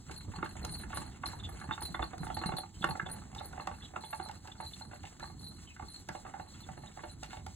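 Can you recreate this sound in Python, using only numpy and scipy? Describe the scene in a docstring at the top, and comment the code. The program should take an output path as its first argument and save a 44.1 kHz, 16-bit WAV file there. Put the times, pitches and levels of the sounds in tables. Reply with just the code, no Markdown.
"""Pony and cart in a dry field

A pony trots at an even pace, drawing a two-wheeled cart past a hand-held microphone.
Every step thuds on the turf, shakes the harness rings and sets the cart clattering.
Dry stalks snap under hooves and wheels; bumps add harder knocks, thumps and spring squeaks.
Insects hiss in the hedges over a low outdoor rumble."""
import sys
import numpy as np
from scipy import signal
from scipy.fft import rfft, irfft
from scipy.io import wavfile
from scipy.ndimage import uniform_filter1d

SR = 44100
rng = np.random.default_rng(int(sys.argv[2]) if len(sys.argv) > 2 else 0)


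def inscribe(sig):
    """Save sig as 16-bit PCM at rate SR to the path in sys.argv[1].

    A 1-D sig is mono; a 2-D sig holds one channel per row.
    Samples are clipped to [-1, 1] before scaling.
    """
    pcm = np.round(np.clip(np.atleast_2d(sig).T, -1, 1) * 32767)
    wavfile.write(sys.argv[1], SR, pcm.astype(np.int16))


N = 332955
TIME = np.arange(N) / SR
FIRST_STEP_S, STEP_S = 0.08, 0.3

# How heavily pony and cart sound on the turf. Each row: time in seconds, level in dB.
TURF_LEVEL = [(0, -50.5), (0.5, -45.5), (1.3, -49), (2.1, -47.5), (2.7, -50), (4.3, -54.5), (4.7, -52.5),
              (5.3, -52), (6, -55), (7.55, -51)]
# How loudly the wheels roll on rough and smooth ground. Each row: time in seconds, level in dB.
WHEEL_LEVEL = [(0.0, -67.5), (0.35, -59), (1.7, -57.5), (2.25, -63.5), (2.47, -53), (2.67, -76),
               (3.07, -55), (3.8, -59), (6.1, -69), (6.22, -58.5), (7.55, -69.5)]


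def gain_of(db):
    """Turns decibels into a number to multiply by."""
    return 10 ** (np.asarray(db) / 20)


def evened(x):
    """Scales a sound to an average strength (rms) of 1."""
    return x / np.sqrt(np.mean(x ** 2) + 1e-20)


def peaked(x):
    """Scales a sound to a peak of 1."""
    return x / (abs(x).max() + 1e-20)


def at_hz(points, hz):
    """Reads a table between its frequencies, on a scale of octaves."""
    known_hz, value = np.transpose(points)
    return np.interp(np.log(hz + 1), np.log(known_hz + 1), value)


def level(curve, s):
    """Reads a level curve at the times s."""
    return np.interp(s, *np.transpose(curve))


def add(mix, s, sound):
    """Adds a sound into the mix at s seconds."""
    part = mix[max(round(s * SR), 0):][:len(sound)]
    part += sound[:len(part)]


def coloured(x, tone):
    """Turns each frequency up or down as the tone table says."""
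    return irfft(rfft(x) * gain_of(at_hz(tone, np.fft.rfftfreq(N, 1 / SR))), N)


def drift(per_s):
    """A wandering curve that heads for a new random value per_s times a second."""
    targets = rng.standard_normal(1000)
    return evened(np.interp(TIME * per_s, np.arange(len(targets)), targets))


def stereo_noise(n, likeness):
    """Left and right noise: unrelated at likeness 0, the same at 1."""
    left, other = rng.standard_normal((2, n))
    return np.array([left, likeness * left + np.sqrt(1 - likeness ** 2) * other])


def arch(t, length, crest):
    """Swells and fades within length; a crest under 1 makes it peak early."""
    return np.sin(np.pi * np.minimum(t / length, 1) ** crest)


def random_kicks(n, per_s, spread_db, cap):
    """Spikes at random moments: many small, a few large."""
    sizes = gain_of(spread_db * np.minimum(rng.exponential(1, n), cap))
    return sizes * (rng.random(n) < per_s / SR)


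def steps(lag_s, scatter_s, count=1):
    """Times of count events for each step of the trot, scattered around a short delay."""
    beat = np.repeat(FIRST_STEP_S + STEP_S * np.arange(25), count)
    return np.maximum(beat + lag_s + scatter_s * rng.standard_normal(len(beat)), 0)


def insects(level_db=-64.0, flutter_db=3.0):
    """A far chorus of many insects merges into a lightly fluttering hiss."""
    # The tone of the chorus. Each row: frequency in Hz, level in dB.
    tone = [(1500, -11), (3000, -11.5), (4200, -3), (5000, -6.5), (6200, -5), (7250, -5.5), (7620, 2.5),
            (7950, -2), (8400, -15), (10500, -11), (12500, -17), (15000, -21)]
    chorus = evened(coloured(stereo_noise(N, likeness=1.0), tone))
    return chorus * gain_of(level_db + flutter_db * drift(per_s=40))


def rumble(lump_db=3.5):
    """A lumpy low roll from the turf."""
    # The tone of the rumble. Each row: frequency in Hz, level in dB.
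    tone = [(12, -40), (28, -14.5), (48, -2.5), (85, 2.5), (115, -4.5), (200, -7), (330, -15), (480, -29),
            (1000, -28.5), (3000, -59)]
    ground = evened(coloured(stereo_noise(N, likeness=0.92), tone))
    return ground * gain_of(level(TURF_LEVEL, TIME) + lump_db * np.tanh(drift(per_s=18)))


def wheels(clump_db=8.0, crunch_db=-3.0):
    """The rims crush clumps of dry grass."""
    # The tone of the crunch. Each row: frequency in Hz, level in dB.
    tone = [(150, 9.5), (330, 6.5), (460, 4), (620, 8), (780, 8), (1000, -3), (1600, 2), (2400, -7),
            (4000, -31), (6500, -15.5), (9000, -15.5), (12000, -34), (16000, -60)]
    stalks = random_kicks(N, per_s=600, spread_db=3.0, cap=4)
    crush = np.sqrt(abs(uniform_filter1d(stalks ** 2, size=160)))  # each gives way in a few milliseconds
    crunch = evened(coloured(crush * stereo_noise(N, likeness=0.88), tone))
    return crunch * gain_of(level(WHEEL_LEVEL, TIME) + crunch_db + clump_db * np.tanh(drift(per_s=40)))


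def twigs(snap_s=0.0071, level_db=-15.5):
    """Stiff stems snap one by one under hooves and rims."""
    # The tone of the stems. Each row: frequency in Hz, level in dB.
    tone = [(500, -5), (900, 0), (1700, 0), (2400, 0), (3400, -6.5), (5000, -34), (7000, -0.5),
            (10000, -15.5), (12500, -39), (15000, -38)]
    breaks = random_kicks(N, per_s=45, spread_db=5.5, cap=2.5)
    fades = signal.lfilter([1], [1, -np.exp(-1 / (snap_s * SR))], breaks)
    snaps = evened(coloured(fades * rng.standard_normal(N), tone))
    return snaps * gain_of(level(TURF_LEVEL, TIME) + level_db)


def scrapes(level_db=8.5):
    """Hooves and rims drag through dry grass, making clumps of tiny cracks."""
    # The drags. Each row: start in seconds, length in seconds, relative level in dB.
    drags = [(0.439, 0.041, -49), (0.798, 0.044, -53), (0.894, 0.2, -53), (1.11, 0.1, -60),
             (5.031, 0.061, -50.5), (6.534, 0.13, -63.5), (6.967, 0.19, -64), (7.232, 0.051, -49.5),
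             (7.298, 0.12, -51.5)]
    # The tone of dry grass. Each row: frequency in Hz, level in dB.
    tone = [(600, -20), (1500, -6.5), (2800, -6), (3100, -10), (3800, -7), (5000, -18), (7000, -16),
            (10000, -25), (13000, -36)]
    out, t = np.zeros(N), np.arange(8192) / SR
    for s, length, db in drags:
        breaks = random_kicks(len(t), per_s=900, spread_db=4.0, cap=3)
        cracks = np.sqrt(abs(uniform_filter1d(breaks ** 2, size=110))) * rng.standard_normal(len(t))
        scrape = evened(cracks * arch(t, length, crest=0.4))
        add(out, s, gain_of(db + level_db) * np.sqrt(length / t[-1]) * scrape)
    return coloured(out, tone)


def ticks(crack_s=0.0048, tail_s=0.023, level_db=10.5):
    """Buckles and dry stalks snap without ringing: a crack and a brief faint fizz."""
    # The sharpest snaps. Each row: start in seconds, relative level in dB.
    snaps = [(0.113, -44), (0.6482, -34), (0.9727, -41), (1.264, -38.5), (1.6, -50), (1.823, -44),
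             (2.18, -46), (2.276, -52), (2.371, -43), (2.459, -47), (2.843, -34.5), (3.349, -45.5),
             (3.396, -51), (3.527, -52), (3.631, -60), (3.672, -43), (4.287, -46.5), (4.312, -49),
             (4.474, -47), (5.197, -45), (6.0875, -40), (7.232, -42), (7.464, -44)]
    # Their tone. Each row: frequency in Hz, boost or cut in dB.
    tone = [(1500, 5), (3000, 0), (5000, 2), (9000, -5.5), (12000, -5), (16000, -24)]
    out, t = np.zeros(N), np.arange(2000) / SR
    fade = np.exp(-(t / crack_s) ** 2) + np.exp(-t / tail_s) / 10
    for s, db in snaps:
        add(out, s, gain_of(db + level_db) * peaked(rng.standard_normal(len(t)) * fade))
    return coloured(out, tone)


def springs(sag=0.019, rasp=0.017, overtone_db=-22, grit_db=-11, level_db=-4.0):
    """The cart sways and a spring leaf slips unevenly: a gritty whistle that sags in pitch."""
    # The squeaks. Each row: start in seconds, length in seconds, pitch in Hz, relative level in dB.
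    squeaks = [(1.397, 0.011, 3646, -40.5), (1.432, 0.039, 3470, -38.5), (1.712, 0.042, 3640, -38.5),
               (1.944, 0.014, 3550, -36.5), (2.019, 0.018, 3590, -35), (2.274, 0.091, 3290, -55),
               (2.573, 0.025, 3520, -42.5), (2.732, 0.056, 3100, -60.5), (2.816, 0.022, 3400, -36.5),
               (3.058, 0.018, 3440, -41.5), (3.38, 0.016, 3700, -36.5), (3.816, 0.022, 3470, -47),
               (3.83, 0.036, 3870, -48), (3.847, 0.021, 3380, -43), (4.037, 0.02, 3400, -46),
               (4.515, 0.014, 3500, -39.5), (4.733, 0.0086, 3574, -41), (5.666, 0.032, 3020, -49.5),
               (5.69, 0.042, 2550, -51), (6.54, 0.024, 3350, -57), (6.627, 0.028, 3500, -52.5),
               (6.865, 0.023, 3780, -50.5)]
    out = np.zeros(N)
    for s, length, hz, db in squeaks:
        progress = np.linspace(0, 1, max(int(length * SR), 100))
        n = len(progress)
        jitter, slips = (evened(uniform_filter1d(row, size=70)) for row in rng.standard_normal((2, n)))
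        pitch_hz = hz * (1 + sag * (0.5 - progress) + rasp * jitter)
        phase = 2 * np.pi * np.cumsum(pitch_hz) / SR
        whistle = np.sin(phase) + gain_of(overtone_db) * np.sin(2 * phase)
        band = signal.butter(2, [0.78 * hz, 1.12 * hz], "bandpass", fs=SR)
        grit = evened(signal.lfilter(*band, rng.standard_normal(n)))
        swell = np.sin(np.pi * progress) * (1 + 0.35 * slips)
        add(out, s, gain_of(db + level_db) * swell * (whistle + gain_of(grit_db) * grit))
    return out


def harness(touches_per_s=85, flutter_db=8.0, wander=1.34, build_s=0.0011, low_db=-1.0, high_db=4.5):
    """A shake makes the steel rings touch many times; each touch rings unevenly and a bit off pitch."""
    # Single shakes of the harness, loud and faint. Each row: start and length in seconds, relative level in dB,
    # extra treble in dB.
    shakes = [(0.157, 0.1, -53.5, -10.5), (0.337, 0.045, -54, -24), (0.608, 0.14, -54, -11.5),
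              (0.707, 0.062, -48, -5), (0.773, 0.08, -57, -3), (0.94, 0.09, -53.5, 0),
              (1.253, 0.044, -42.5, -11.5), (1.485, 0.091, -66, 1), (1.802, 0.085, -46.5, -6),
              (2.016, 0.081, -52, -16), (2.226, 0.03, -74, 11), (2.339, 0.11, -49, -10),
              (2.455, 0.018, -40.5, -12), (2.562, 0.062, -45, -8.5), (2.867, 0.069, -49, -9),
              (3.092, 0.057, -56.5, 5.5), (3.429, 0.081, -60.5, 1.5), (3.602, 0.041, -56, -18),
              (4.003, 0.25, -59.5, -3), (4.223, 0.055, -52.5, -9.5), (4.601, 0.21, -53.5, -13),
              (4.794, 0.11, -56, -17), (5.197, 0.16, -56, -22), (5.389, 0.2, -55, -10.5),
              (5.879, 0.15, -53.5, -13), (6.47, 0.094, -63, -29), (6.6, 0.021, -57, -10.5),
              (7.09, 0.05, -59, -9)]
    # The rings' notes. Each row: pitch in Hz, relative level in dB, seconds to fade by 60 dB.
    notes = [(3440, -20, 0.071), (4064, -0.5, 0.13), (4227, 7, 0.04), (4323, 6.5, 0.046),
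             (9350, 4.5, 0.079), (9530, 4.5, 0.039), (11200, 9, 0.07), (11500, 1, 0.029),
             (14770, -7.5, 0.055)]
    # The rings also swing lightly at every step.
    swings = [(s, 0.12, level(TURF_LEVEL, s) - 13.5, -9.5) for s in steps(lag_s=0.018, scatter_s=0.024)]
    out, t = np.zeros(N), np.arange(14000) / SR
    for s, length, db, treble_db in shakes + swings:
        count = 1 + int(length * touches_per_s)
        when = length * (np.arange(count) + rng.random(count)) / count
        force = arch(when, length, crest=0.53)
        when[0], force[0] = 0.005, 0.91  # the chink that starts the shake
        lower, upper = np.zeros((2, len(t)))
        for hz, note_db, fade_s in notes:
            age = t[:int(fade_s * SR)]
            fade = gain_of(note_db - 60 * age / fade_s) * (1 - np.exp(-age / build_s))
            for at, push, (size, shift) in zip(when, force, rng.standard_normal((count, 2))):
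                pitch_hz = hz + wander * shift / fade_s  # short notes stray further
                note = fade * np.sin(2 * np.pi * pitch_hz * age)
                add(lower if hz < SR / 8 else upper, at, push * gain_of(flutter_db * size) * note)
        jingle = gain_of(low_db) * evened(lower) + gain_of(treble_db + high_db) * evened(upper)
        add(out, s, gain_of(db) * np.sqrt(length / t[-1]) * jingle)
    return out


def footfalls(above_db=2.0, spread_db=4.0, thud_hz=150.0, octaves=0.32):
    """A fore and a hind hoof land almost together at each step; lists time, level and pitch."""
    s = steps(lag_s=0.01268, scatter_s=0.018, count=2)
    size, soil = rng.standard_normal((len(s), 2)).T
    db = level(TURF_LEVEL, s) + above_db + spread_db * size
    return list(zip(s, db, thud_hz * 2 ** (octaves * soil)))


def hooves(cycles=0.61, scuff=0.36, level_db=2.5):
    """Each hoof pushes the soil into a few dull wobbles, with a scuff of loose earth."""
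    # Heavy thuds on the turf. Each row: start in seconds, relative level in dB, pitch in Hz.
    heavy_thuds = [(0.107, -41, 317), (0.279, -36, 89), (0.429, -35.5, 322), (0.689, -47, 83.5),
                   (0.934, -40, 98), (1.523, -41.5, 57.5), (1.687, -35.5, 145), (1.825, -38, 78),
                   (1.903, -41.5, 159), (1.995, -34, 57), (2.205, -40, 156), (2.458, -31.5, 170),
                   (2.487, -32.5, 155), (2.537, -34, 158), (2.897, -37, 150), (3.027, -38, 148),
                   (5.821, -43, 60), (6.1, -39.5, 157)]
    out, t = np.zeros(N), np.arange(8192) / SR
    soil = signal.butter(2, [90, 380], "bandpass", fs=SR, output="sos")
    for s, db, hz in heavy_thuds + footfalls():
        earth = evened(signal.sosfilt(soil, rng.standard_normal(len(t))))
        thud = (np.sin(2 * np.pi * hz * t) + scuff * earth) * t * np.exp(-t * hz / cycles)
        add(out, s, gain_of(db + level_db) * peaked(thud))
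    return out


def clatter(above_db=10.0, spread_db=-1.5, lowest_hz=770.0, octaves=1.6):
    """Small knocks gather around each step, louder on rough ground; lists time, level and pitch."""
    s = steps(lag_s=0.02, scatter_s=0.065, count=7)
    size, place = rng.random((len(s), 2)).T
    db = level(WHEEL_LEVEL, s) + above_db + spread_db * size
    return list(zip(s, db, lowest_hz * 2 ** (octaves * place ** 2)))


def clack(age, centre_hz, lead_s=0.0027, swell_s=0.0032, top_hz=2087.0):
    """The faces of two boards meet: a woody burst of noise with no clear pitch."""
    progress = np.maximum(age + lead_s, 0) / swell_s
    bottom_hz = min(0.85 * centre_hz, top_hz / 1.45)
    wood = signal.butter(4, [bottom_hz, top_hz], "bandpass", fs=SR, output="sos")
    burst = signal.sosfilt(wood, rng.standard_normal(len(age)) * progress * np.exp(-progress))
    return burst * np.sqrt(SR / 100) / np.linalg.norm(burst)


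def cart_body(t, centre_hz, focus_db, detune=0.014, rise_s=0.002, dull_hz=2950.0):
    """The boards ring; where the blow lands favours notes near one pitch and shifts each a little."""
    # The body's notes. Each row: pitch in Hz, width in Hz (wider fades sooner), relative level in dB.
    notes = [(162, 13.4, -1), (337.5, 32, 1), (640, 207, -2.5), (770, 110, -2), (872, 65, -1),
             (1134, 90, -6), (1200, 65, -10), (1377, 310, -4), (1541, 310, -2.5), (1658, 210, -5.5),
             (2120, 105, -8), (2630, 320, -5.5), (2750, 130, -10), (3650, 400, -6)]
    ring = np.zeros(len(t))
    for hz, width, db in notes:
        octaves_away = min(abs(np.log2(hz / centre_hz)), 1)
        weight = width * gain_of(db - focus_db * octaves_away)
        pitch_hz = hz * (1 + detune * rng.standard_normal())
        ring += weight * np.exp(-np.pi * width * t) * np.sin(2 * np.pi * (pitch_hz * t + rng.random()))
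    ring *= 1 - np.exp(-t / rise_s)  # the blow needs a moment to spread through the boards
    return signal.lfilter(*signal.butter(2, dull_hz, fs=SR), ring)  # soft wood dulls the treble


def cart_knocks(graze_s=0.0023, contact_s=0.0043, rattle_s=0.025, chatter=0.062,
                usual_db=-37.5, clack_db=-10.0, level_db=-9.0):
    """Loose wooden parts graze, land with a clack that rings the cart body, and rattle on."""
    # Knocks from bumps. Each row: time in seconds, relative level in dB, favoured pitch in Hz.
    bumps = [(0.095, -39.5, 880), (0.337, -38, 890), (0.387, -38.5, 1130), (0.428, -24.5, 1030),
             (0.459, -34, 1080), (0.555, -41, 750), (0.641, -35.5, 800), (0.69, -54, 900),
             (0.835, -38.5, 1530), (0.903, -38.5, 795), (0.932, -32, 1230), (0.972, -29.5, 1010),
             (1.016, -35.5, 900), (1.236, -27.5, 1060), (1.332, -36.5, 830), (1.426, -49.5, 1400),
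             (1.491, -40, 1070), (1.614, -36.5, 1490), (1.641, -40.5, 884), (1.691, -37, 1130),
             (1.71, -24, 1060), (1.778, -34, 1250), (1.818, -35, 840), (1.946, -27, 1370),
             (1.994, -26, 840), (2.026, -25, 1130), (2.134, -34, 786), (2.232, -34, 1190),
             (2.268, -33, 776), (2.302, -28.5, 824), (2.369, -27, 810), (2.416, -31.5, 750),
             (2.437, -27.5, 1210), (2.462, -44, 800), (2.491, -27, 820), (2.521, -28.5, 767),
             (2.537, -34.5, 1000), (2.567, -40, 895), (2.584, -30, 790), (2.635, -37, 835),
             (2.828, -34, 1200), (2.842, -18, 840), (2.872, -38, 1400), (2.889, -27, 796),
             (2.91, -32.5, 756), (2.954, -30.5, 810), (2.997, -23.5, 1530), (3.025, -44, 1530),
             (3.062, -34, 745), (3.089, -41, 756), (3.362, -39, 750), (3.409, -33, 774), (3.531, -40, 850),
             (3.578, -32.5, 780), (3.598, -33, 770), (3.673, -25.5, 805), (3.714, -35, 820),
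             (3.936, -41, 830), (3.961, -29, 810), (4.037, -36, 740), (4.13, -28, 900), (4.198, -29, 872),
             (4.22, -50, 1100), (4.26, -39.5, 860), (4.294, -33, 860), (4.454, -44, 870), (4.48, -40, 870),
             (4.602, -31.5, 865), (4.629, -38, 845), (4.811, -38, 744), (4.913, -43.5, 860),
             (4.933, -37.5, 675), (5.039, -38.5, 700), (5.205, -42, 1510), (5.228, -33, 800),
             (5.24, -39, 1100), (5.3, -44, 1150), (5.764, -43.5, 1730), (5.796, -34.5, 870),
             (5.824, -40.5, 1300), (6.09, -30.5, 1520), (6.151, -33, 744), (6.25, -37.5, 720),
             (6.264, -39, 1290), (6.339, -32.5, 765), (6.397, -32, 790), (6.689, -35.5, 704),
             (6.777, -42, 855), (6.835, -40.5, 704), (6.973, -37.5, 675), (6.992, -41, 1490),
             (7.038, -34, 740), (7.229, -36, 755), (7.307, -47, 1700), (7.331, -35.5, 740),
             (7.37, -40, 619), (7.466, -37.5, 790)]
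    out, t = np.zeros((2, N)), np.arange(8192) / SR
    landing = SR // 250  # samples of grazing before the part lands
    age = t - landing / SR
    contact = np.exp(np.minimum(age, 0) / graze_s - (np.maximum(age, 0) / contact_s) ** 2)
    for s, db, centre_hz in list(bumps) + clatter():
        hard_db = max(db - usual_db, 0)  # a hard blow wakes more notes and stands out from its rattle
        blow = chatter * rng.standard_normal(len(t)) * contact
        blow[landing] += 1
        rattle_fade = (age > 0) * gain_of(-4.5 - 0.48 * hard_db) * np.exp(-t / rattle_s)
        rattle = chatter * rattle_fade * stereo_noise(len(t), likeness=0.69)
        ring = cart_body(t, centre_hz, focus_db=14.0 - 0.19 * hard_db)
        knock = signal.fftconvolve(blow + rattle, ring[None], axes=1)[:, :len(t)]
        knock /= knock[:, landing:landing + SR // 100].std()  # strength 1 just after landing
        knock += gain_of(clack_db) * clack(age, centre_hz)
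        for channel, sound in zip(out, knock):
            add(channel, s - landing / SR, gain_of(db + level_db) * sound)
    return out


def field_echo(x, fade_s=0.15, echo_db=-11.0):
    """Turf and hedges scatter a faint dull echo, different on the left and right."""
    t = np.arange(SR // 2) / SR
    tail = rng.standard_normal((2, len(t))) * gain_of(-60 * t / fade_s)
    tail = signal.lfilter(*signal.butter(1, 4000, fs=SR), tail)
    tail /= np.linalg.norm(tail[0])
    return x + gain_of(echo_db) * signal.fftconvolve(x, tail, axes=1)[:, :N]


def scene():
    """Pony and cart in the open field; only the short sounds get an echo."""
    short_sounds = cart_knocks() + harness() + ticks() + scrapes() + twigs() + springs() + hooves()
    return field_echo(short_sounds) + wheels() + rumble() + insects()


def record(dry, top_hz=15900):
    """The microphone's two openings differ in timing and level; the highest treble is cut off."""
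    # How far the left wave runs ahead. Each row: frequency in Hz, lead in radians.
    left_lead = [(390, -.1), (620, -2.8), (740, -5.1), (1100, -6.2), (1400, -5.4), (2150, -5.2),
                 (2400, -3.3), (2800, -5.4), (4100, -5.1), (4800, -3.4), (5400, -3.0), (7700, -.1),
                 (9000, .1), (11700, 3.1), (13500, 3.2), (15000, 6.1)]
    # The balance of the two sides. Each row: frequency in Hz, left minus right in dB.
    balance = [(60, 0), (260, -5), (430, 0), (700, -8), (980, -2.5), (1250, -5.5), (1550, 0.5), (2200, -4),
               (2700, 1), (3100, -2.5), (4300, 0), (8000, 0)]
    hz = np.fft.rfftfreq(N, 1 / SR)
    lean = gain_of(at_hz(balance, hz) / 2)
    sides = np.array([lean * np.exp(1j * at_hz(left_lead, hz)), 1 / lean])
    heard = irfft(rfft(dry) * sides, N)
    treble_cut = signal.firwin(511, top_hz, window=("kaiser", 9), fs=SR)
    return signal.oaconvolve(heard, treble_cut[None], "same")


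dry = scene()
out = record(dry)
inscribe(out)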